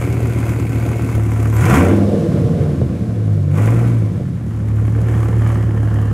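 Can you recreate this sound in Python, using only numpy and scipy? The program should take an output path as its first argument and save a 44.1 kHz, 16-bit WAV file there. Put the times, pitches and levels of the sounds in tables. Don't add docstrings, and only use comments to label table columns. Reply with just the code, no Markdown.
import sys
import numpy as np
from scipy import signal
from scipy.fft import rfft, irfft, next_fast_len
from scipy.io import wavfile
from scipy.ndimage import uniform_filter1d, map_coordinates

SR = 44100
rng = np.random.default_rng(int(sys.argv[2]) if len(sys.argv) > 2 else 0)


def inscribe(sig):
    pcm = np.round(np.clip(np.atleast_2d(sig).T, -1, 1) * 32767)
    wavfile.write(sys.argv[1], SR, pcm.astype(np.int16))


N = 270333
TIME = np.arange(N) / SR


def amp(db):
    return 10 ** (np.asarray(db) / 20)


def along(points, hz):
    f, values = np.transpose(points)
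    return np.interp(np.log(hz + 1), np.log(f + 1), values)


def curve(points):
    return np.interp(TIME, *np.transpose(points))


def ramp(start_s, length_s):
    return np.clip((TIME - start_s) / length_s, 0, 1)


def swells(rows):
    envelopes = [np.interp(TIME, np.cumsum(times), [0, depth, depth, 0]) for *times, depth in rows]
    return np.clip(sum(envelopes), 0, 1)


def wobble(rate):
    return map_coordinates(rng.standard_normal(int(N * rate / SR) + 4), [TIME * rate])


def steady(x, size=5800):
    power = uniform_filter1d(uniform_filter1d(np.atleast_2d(x ** 2).mean(0), size), size // 2)
    return x / np.sqrt(np.abs(power) + 1e-18)


def blend(a, b, share):
    return np.sqrt(1 - share) * a + np.sqrt(share) * b


def colour(x, spectrum, size=8192):
    gain = amp(along(spectrum, np.fft.rfftfreq(size, 1 / SR)))
    cepstrum = irfft(np.log(np.maximum(gain, 1e-6)))
    cepstrum[1:size // 2] *= 2
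    cepstrum[size // 2 + 1:] = 0
    return signal.fftconvolve(x, irfft(np.exp(rfft(cepstrum))))[:len(x)]


def level(law, state):
    return amp(law[0] + np.dot(law[1:], state))


# f/Hz, t60/s
GARAGE_DECAY = [(100, 0.23), (500, 0.23), (3000, 0.15), (12000, 0.15)]

def garage(x, wet_db, side_db=-25):
    hz, t, noise = signal.stft(rng.standard_normal((2, SR // 2)), SR, nperseg=256)
    decay = amp(-60 * t / along(GARAGE_DECAY, hz)[:, None])
    tail = signal.istft(noise * decay, SR, nperseg=256)[1]
    mid, side = signal.fftconvolve(x[None], tail / np.linalg.norm(tail[0]), axes=1)[:, :N]
    return x + amp(wet_db) * mid + amp(side_db) * np.array([side, -side])


CYLINDER_DB = [5, -3, 6, 0.5, 4.5, 7, -0.5, 6, -0.5, 8]

def firings(cycle, scatter_db, even=1, stagger=0.209):
    count = len(CYLINDER_DB)
    k = np.arange(int(cycle[-1] * count))
    due_cycle = (k + 1 - stagger * (k % 2)) / count
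    onsets = np.interp(due_cycle, cycle, np.arange(N)).astype(int)
    strength = amp(np.take(CYLINDER_DB, k % count) + scatter_db * rng.uniform(-1.12, 1, len(k)))
    return np.bincount(onsets, strength - (1 - even) * strength.mean(), N)


def puffs(pulses, life_s, between, rise_s=0.00053):
    t = np.arange(SR // 20) / SR
    flare = np.exp(-t / life_s) * (1 - np.exp(-t / rise_s))
    gate = steady(signal.fftconvolve(pulses, flare)[:N])
    return (gate + between) * rng.standard_normal(N)


# f/Hz, level/dB
FAN_SPECTRUM = [(530, -29), (900, -25), (1040, 3.5), (1130, -5.5), (1520, -4), (2230, -9.5), (9770, -20),
                (12100, -24.5), (13000, -28), (15600, -41)]

def engine_bay(rpm, level_db=-43, db_per_octave=8):
    whirr = steady(garage(colour(rng.standard_normal(N), FAN_SPECTRUM), wet_db=-13))
    return whirr * amp(level_db + db_per_octave * np.log2(rpm / 2000))


# f/Hz, level/dB
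CASING_SPECTRUM = [(1150, -30), (1530, 6), (1750, -24), (2130, 4.5), (2550, 0.5), (2900, -13), (4300, -15),
                   (5000, -13), (5600, -26), (6500, -15), (12000, -15), (15600, -26)]

def gear_rattle(cycle, in_neutral, level_db=-41.5):
    chatter = colour(puffs(firings(cycle, scatter_db=4), life_s=0.005, between=0.9), CASING_SPECTRUM)
    return amp(level_db) * in_neutral * steady(garage(chatter, wet_db=-6, side_db=-38))


def gear_shift(at_s, click_db=-24, click_t60=0.0061, thud_db=-25, thud_hz=36, thud_t60=0.092):
    t = np.maximum(TIME - at_s, 0)
    noise = colour(rng.standard_normal(N), [(1000, 13), (4000, 1.5), (15000, -8)])
    click = amp(click_db - 60 * t / click_t60) * noise * (t > 0)
    thud = amp(thud_db - 60 * t / thud_t60) * np.sin(2 * np.pi * thud_hz * t)
    return garage(click + thud, wet_db=-1)


# t/s, f/Hz, level/dB, Gaussian width/s
PLATE_WHISTLES = [(1.552, 13100, -40, 0.016), (1.585, 7600, -42, 0.023)]

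def throttle_whistle(waver=0.00791):
    whistles = np.zeros(N)
    for at_s, hz, db, width_s in PLATE_WHISTLES:
        envelope = amp(db) * np.exp(-0.5 * ((TIME - at_s) / width_s) ** 2)
        pitch_hz = hz * (1 + waver * wobble(900))
        whistles += envelope * np.sin(2 * np.pi * np.cumsum(pitch_hz) / SR)
    return whistles


# f/Hz, level/dB
DOORWAY_RUSH = [(440, -28), (750, 3), (885, -5.5), (993, 4.5), (1080, -3), (1150, 3.5), (1250, -3.5),
                (1530, 0), (1650, -10), (1960, -3.5), (2280, -4.5), (2810, -15.5), (3260, -19.5),
                (3580, -23.5), (4200, -45), (5460, -26), (9240, -120)]
OPEN_AIR_RUSH = [(440, -50), (750, 5), (905, -3.5), (1160, 1.5), (1340, -6.5), (1730, -2), (2280, -17),
                 (2460, -19), (3100, -13), (3550, -29), (4200, -30), (5460, -28), (9240, -120)]
HISS_SPECTRUM = [(2350, 4.5), (4000, -9.5), (5440, -7), (6520, 0), (8140, -1.5), (9380, -4), (10300, -3),
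                 (11200, -5.5), (13200, -7.5), (15600, -16)]
# level/dB, columns as in level()
RUSH_LAW = (-50.5, 4.5, 28, 15.5, -0.5, 1.1)
HISS_LAW = (-56.5, 0.5, 28.5, 16.5, -1.5, -6)

def tailpipe_gas(cycle, state, outside, wander_db=1.5):
    flow = puffs(firings(cycle, scatter_db=9), life_s=0.0039, between=1.5)
    rush = blend(steady(colour(flow, DOORWAY_RUSH)), steady(colour(flow, OPEN_AIR_RUSH)), outside)
    jet = puffs(firings(cycle, scatter_db=16, even=1.07), life_s=0.0045, between=1.8)
    rush = steady(garage(rush, wet_db=-10, side_db=-22))
    hiss = steady(garage(colour(jet, HISS_SPECTRUM), wet_db=-14, side_db=-23))
    return amp(wander_db * wobble(8)) * (level(RUSH_LAW, state) * rush + level(HISS_LAW, state) * hiss)


# t/s, level/dB, sharpness/0-1
LATE_BURNS = [(2.378, -3, 0.29), (2.442, 2, 0), (2.602, -1.5, 0), (2.816, 0, 0.8), (4.166, -8, 0),
              (4.208, -5, 0.4), (4.262, -14.5, .05), (4.36, -26, 0.2), (4.411, -20, 0.2)]

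def pops(boom_hz=125, boom_t60=0.065, crack_hz=420, crack_t60=0.016, rise_s=0.0011):
    burns, t = np.zeros(N), np.arange(SR // 5) / SR
    boom = np.sin(2 * np.pi * boom_hz * t) * amp(-60 * t / boom_t60)
    crack = np.sin(2 * np.pi * crack_hz * t) * amp(-60 * t / crack_t60)
    attack = 1 - np.exp(-t / rise_s)
    for at_s, db, sharpness in LATE_BURNS:
        burns[round(at_s * SR):][:len(t)] -= amp(db) * (boom + sharpness * crack) * attack
    mouth = signal.butter(4, 84, "high", fs=SR, output="sos")
    return garage(signal.sosfilt(mouth, burns), wet_db=-30)


# multiples of the cycle rate, and level/dB of each
COASTING_ORDERS = [8, 9, 10, 11, 14, 26]
COASTING_DB = [-6, -3, 0, -7, -2.5, 0.5]
# f/Hz, level/dB
GROWL_RESONANCES = [(100, 16), (125, -13), (150, 13), (165, -8), (187, -14), (205, 3.5), (228, 6.5),
                    (250, -5.5)]

def growl(cycle, unsteady_db=2.5, drift_rad=0.3):
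    cycle_hz = np.gradient(cycle) * SR
    tone = np.zeros(N)
    for order, db in zip(COASTING_ORDERS, COASTING_DB):
        gain = amp(db + along(GROWL_RESONANCES, order * cycle_hz) + unsteady_db * wobble(18))
        tone += gain * np.sin(2 * np.pi * order * cycle + drift_rad * wobble(7.7))
    return steady(tone)


# f/Hz, level/dB
BURBLE_SPECTRUM = [(20, -77), (40, -31), (60, -28), (90, -7), (125, -10.5), (155, -7), (185, -17.5),
                   (205, -12), (232, -13.5), (400, -84.5), (900, -105)]
# level/dB, columns as in level()
BURBLE_LAW = (-26, 4, 4.5, .5, 5, 2)

def burble(cycle, state, overrun, growl_share=0.34):
    uneven = firings(cycle, scatter_db=4.5, even=0.16)
    rumble = steady(garage(colour(uneven, BURBLE_SPECTRUM), wet_db=-2))
    return level(BURBLE_LAW, state) * blend(rumble, growl(cycle), growl_share * overrun)


# f/Hz, level/dB
PULLING_SPECTRUM = [(160, -33.5), (245, -8.5), (285, -1), (327, -2.5), (383, -7.5), (420, -10.5),
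                    (503, -13), (580, -13.5), (639, -21.5), (705, -19.5), (900, -29), (1170, -46),
                    (1980, -120)]
COASTING_SPECTRUM = [(160, -37.5), (270, 0), (296, -2.5), (329, 2.5), (388, -10), (482, -1), (538, -10.5),
                     (589, -4), (649, -19), (700, -16.5), (900, -29), (1170, -27), (1980, -120)]
# level/dB, columns as in level()
BARK_LAW = (-36, 12, 9.5, 12, -0.5, -2.5)

def bark(cycle, state, overrun, spit_db=4.5):
    spit = puffs(firings(cycle, scatter_db=2), life_s=0.004, between=1.15)
    blows = steady(firings(cycle, scatter_db=1.5, even=0.21)) + amp(spit_db) * steady(spit)
    pulling = steady(colour(blows, PULLING_SPECTRUM))
    coasting = steady(colour(blows, COASTING_SPECTRUM))
    return level(BARK_LAW, state) * steady(garage(blend(pulling, coasting, overrun), wet_db=-3))


# multiple of one bank's firing rate, level/dB
BANK_ORDERS = [(1, -2), (2, -0.5), (3, 2), (4, -54)]
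# f/Hz, level/dB
SILENCER = [(20, -42), (37, -27.5), (49, -25), (59, -14.5), (74, -4.5), (98, -1), (112, 2.5), (147, -4),
            (175, -23.5), (203, -3.5), (240, -19), (310, -14), (500, -35)]
# level/dB, columns as in level()
DRONE_LAW = (-14, -0.3, 3.5, 0.9, -15.5, -0.5)

def drone(cycle, state, lope, lope_db=-4, lope_at_cycle=0.87):
    per_bank = len(CYLINDER_DB) / 2
    bank_hz = per_bank * np.gradient(cycle) * SR
    tone = np.zeros(N)
    for order, db in BANK_ORDERS:
        gain = amp(db + along(SILENCER, order * bank_hz))
        tone += gain * np.sin(2 * np.pi * order * per_bank * cycle + 0.14 * wobble(23))
    angle = 2 * np.pi * (cycle - lope_at_cycle)
    throb = 1 + lope * (0.12 * np.cos(angle) + 0.42 * np.cos(2 * angle))
    wander_db = 0.65 * wobble(14)
    return level(DRONE_LAW, state) * amp(lope_db * lope + wander_db) * throb * steady(tone)


# t/s, speed/rpm
CRANK_RPM = [(0, 942.6), (0.5, 902.8), (1.1, 915), (1.2, 867.2), (1.6, 876.8), (1.82, 2124), (1.95, 2452),
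             (2.15, 2414), (3, 1416), (3.5, 1127), (3.73, 1400), (3.9, 1415), (4.15, 1197), (4.42, 883),
             (4.75, 855.5), (5, 892.8), (5.6, 882.2), (6.13, 842)]
# t/s, rise/s, hold/s, release/s, throttle opening/0-1
PEDAL_PUSHES = [(1.51, 0.11, 0.14, 0.3, 0.78), (1.69, 0.036, 0.022, 0.072, 0.14),
                (3.48, 0.095, 0.13, 0.41, 0.58)]
# t/s, load/0-1
PEDAL_UP_LOAD = [(0, 0.86), (1.14, 0.86), (1.19, 0.82), (1.7, 0.88), (2, 0.01), (4.33, 0.06), (5.1, 0.89),
                 (6.13, 0.85)]
# t/s, rise/s, hold/s, release/s, depth/0-1
RAGGED_SPELLS = [(2.06, 0.28, 0.62, 0.32, 0.99), (4.08, 0.06, 0.24, 0.33, 0.58)]
# t/s, left minus right level/dB
CAR_BEARING = [(1.3, .3), (2.3, -.6), (3.3, 0), (4.7, -.2), (5.3, -1.1)]

def scene(idle_rpm=900, shift_s=1.151, lope_in_gear=0.027, overrun_from_rpm=1100, overrun_span_rpm=700):
    rpm = curve(CRANK_RPM)
    cycle = np.cumsum(rpm) / SR / 120
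    throttle = swells(PEDAL_PUSHES)
    load = curve(PEDAL_UP_LOAD) * (1 - throttle)
    outside = ramp(start_s=4.1, length_s=1.8)
    state = np.array([np.log2(rpm / idle_rpm), throttle, load, swells(RAGGED_SPELLS), outside])
    in_neutral = 1 - ramp(shift_s, length_s=0.035)
    lope = lope_in_gear + (1 - lope_in_gear) * in_neutral
    high_revs = np.clip((rpm - overrun_from_rpm) / overrun_span_rpm, 0, 1)
    overrun = (1 - throttle) ** 2 * high_revs
    exhaust = burble(cycle, state, overrun) + bark(cycle, state, overrun) + drone(cycle, state, lope)
    car = (exhaust + tailpipe_gas(cycle, state, outside) + engine_bay(rpm) + pops()
           + gear_shift(shift_s) + throttle_whistle() + gear_rattle(cycle, in_neutral))
    pan_db = curve(CAR_BEARING)
    return car * amp([pan_db / 2, -pan_db / 2])


def record(dry, ceiling=0.88, top_hz=15720):
    rounded = dry / (1 + np.abs(dry / ceiling) ** 8) ** (1 / 8)
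    size = next_fast_len(N + SR // 2)
    in_band = np.fft.rfftfreq(size, 1 / SR) < top_hz
    return irfft(rfft(rounded, size) * in_band, size)[:, :N]


dry = scene()
out = record(dry)
inscribe(out)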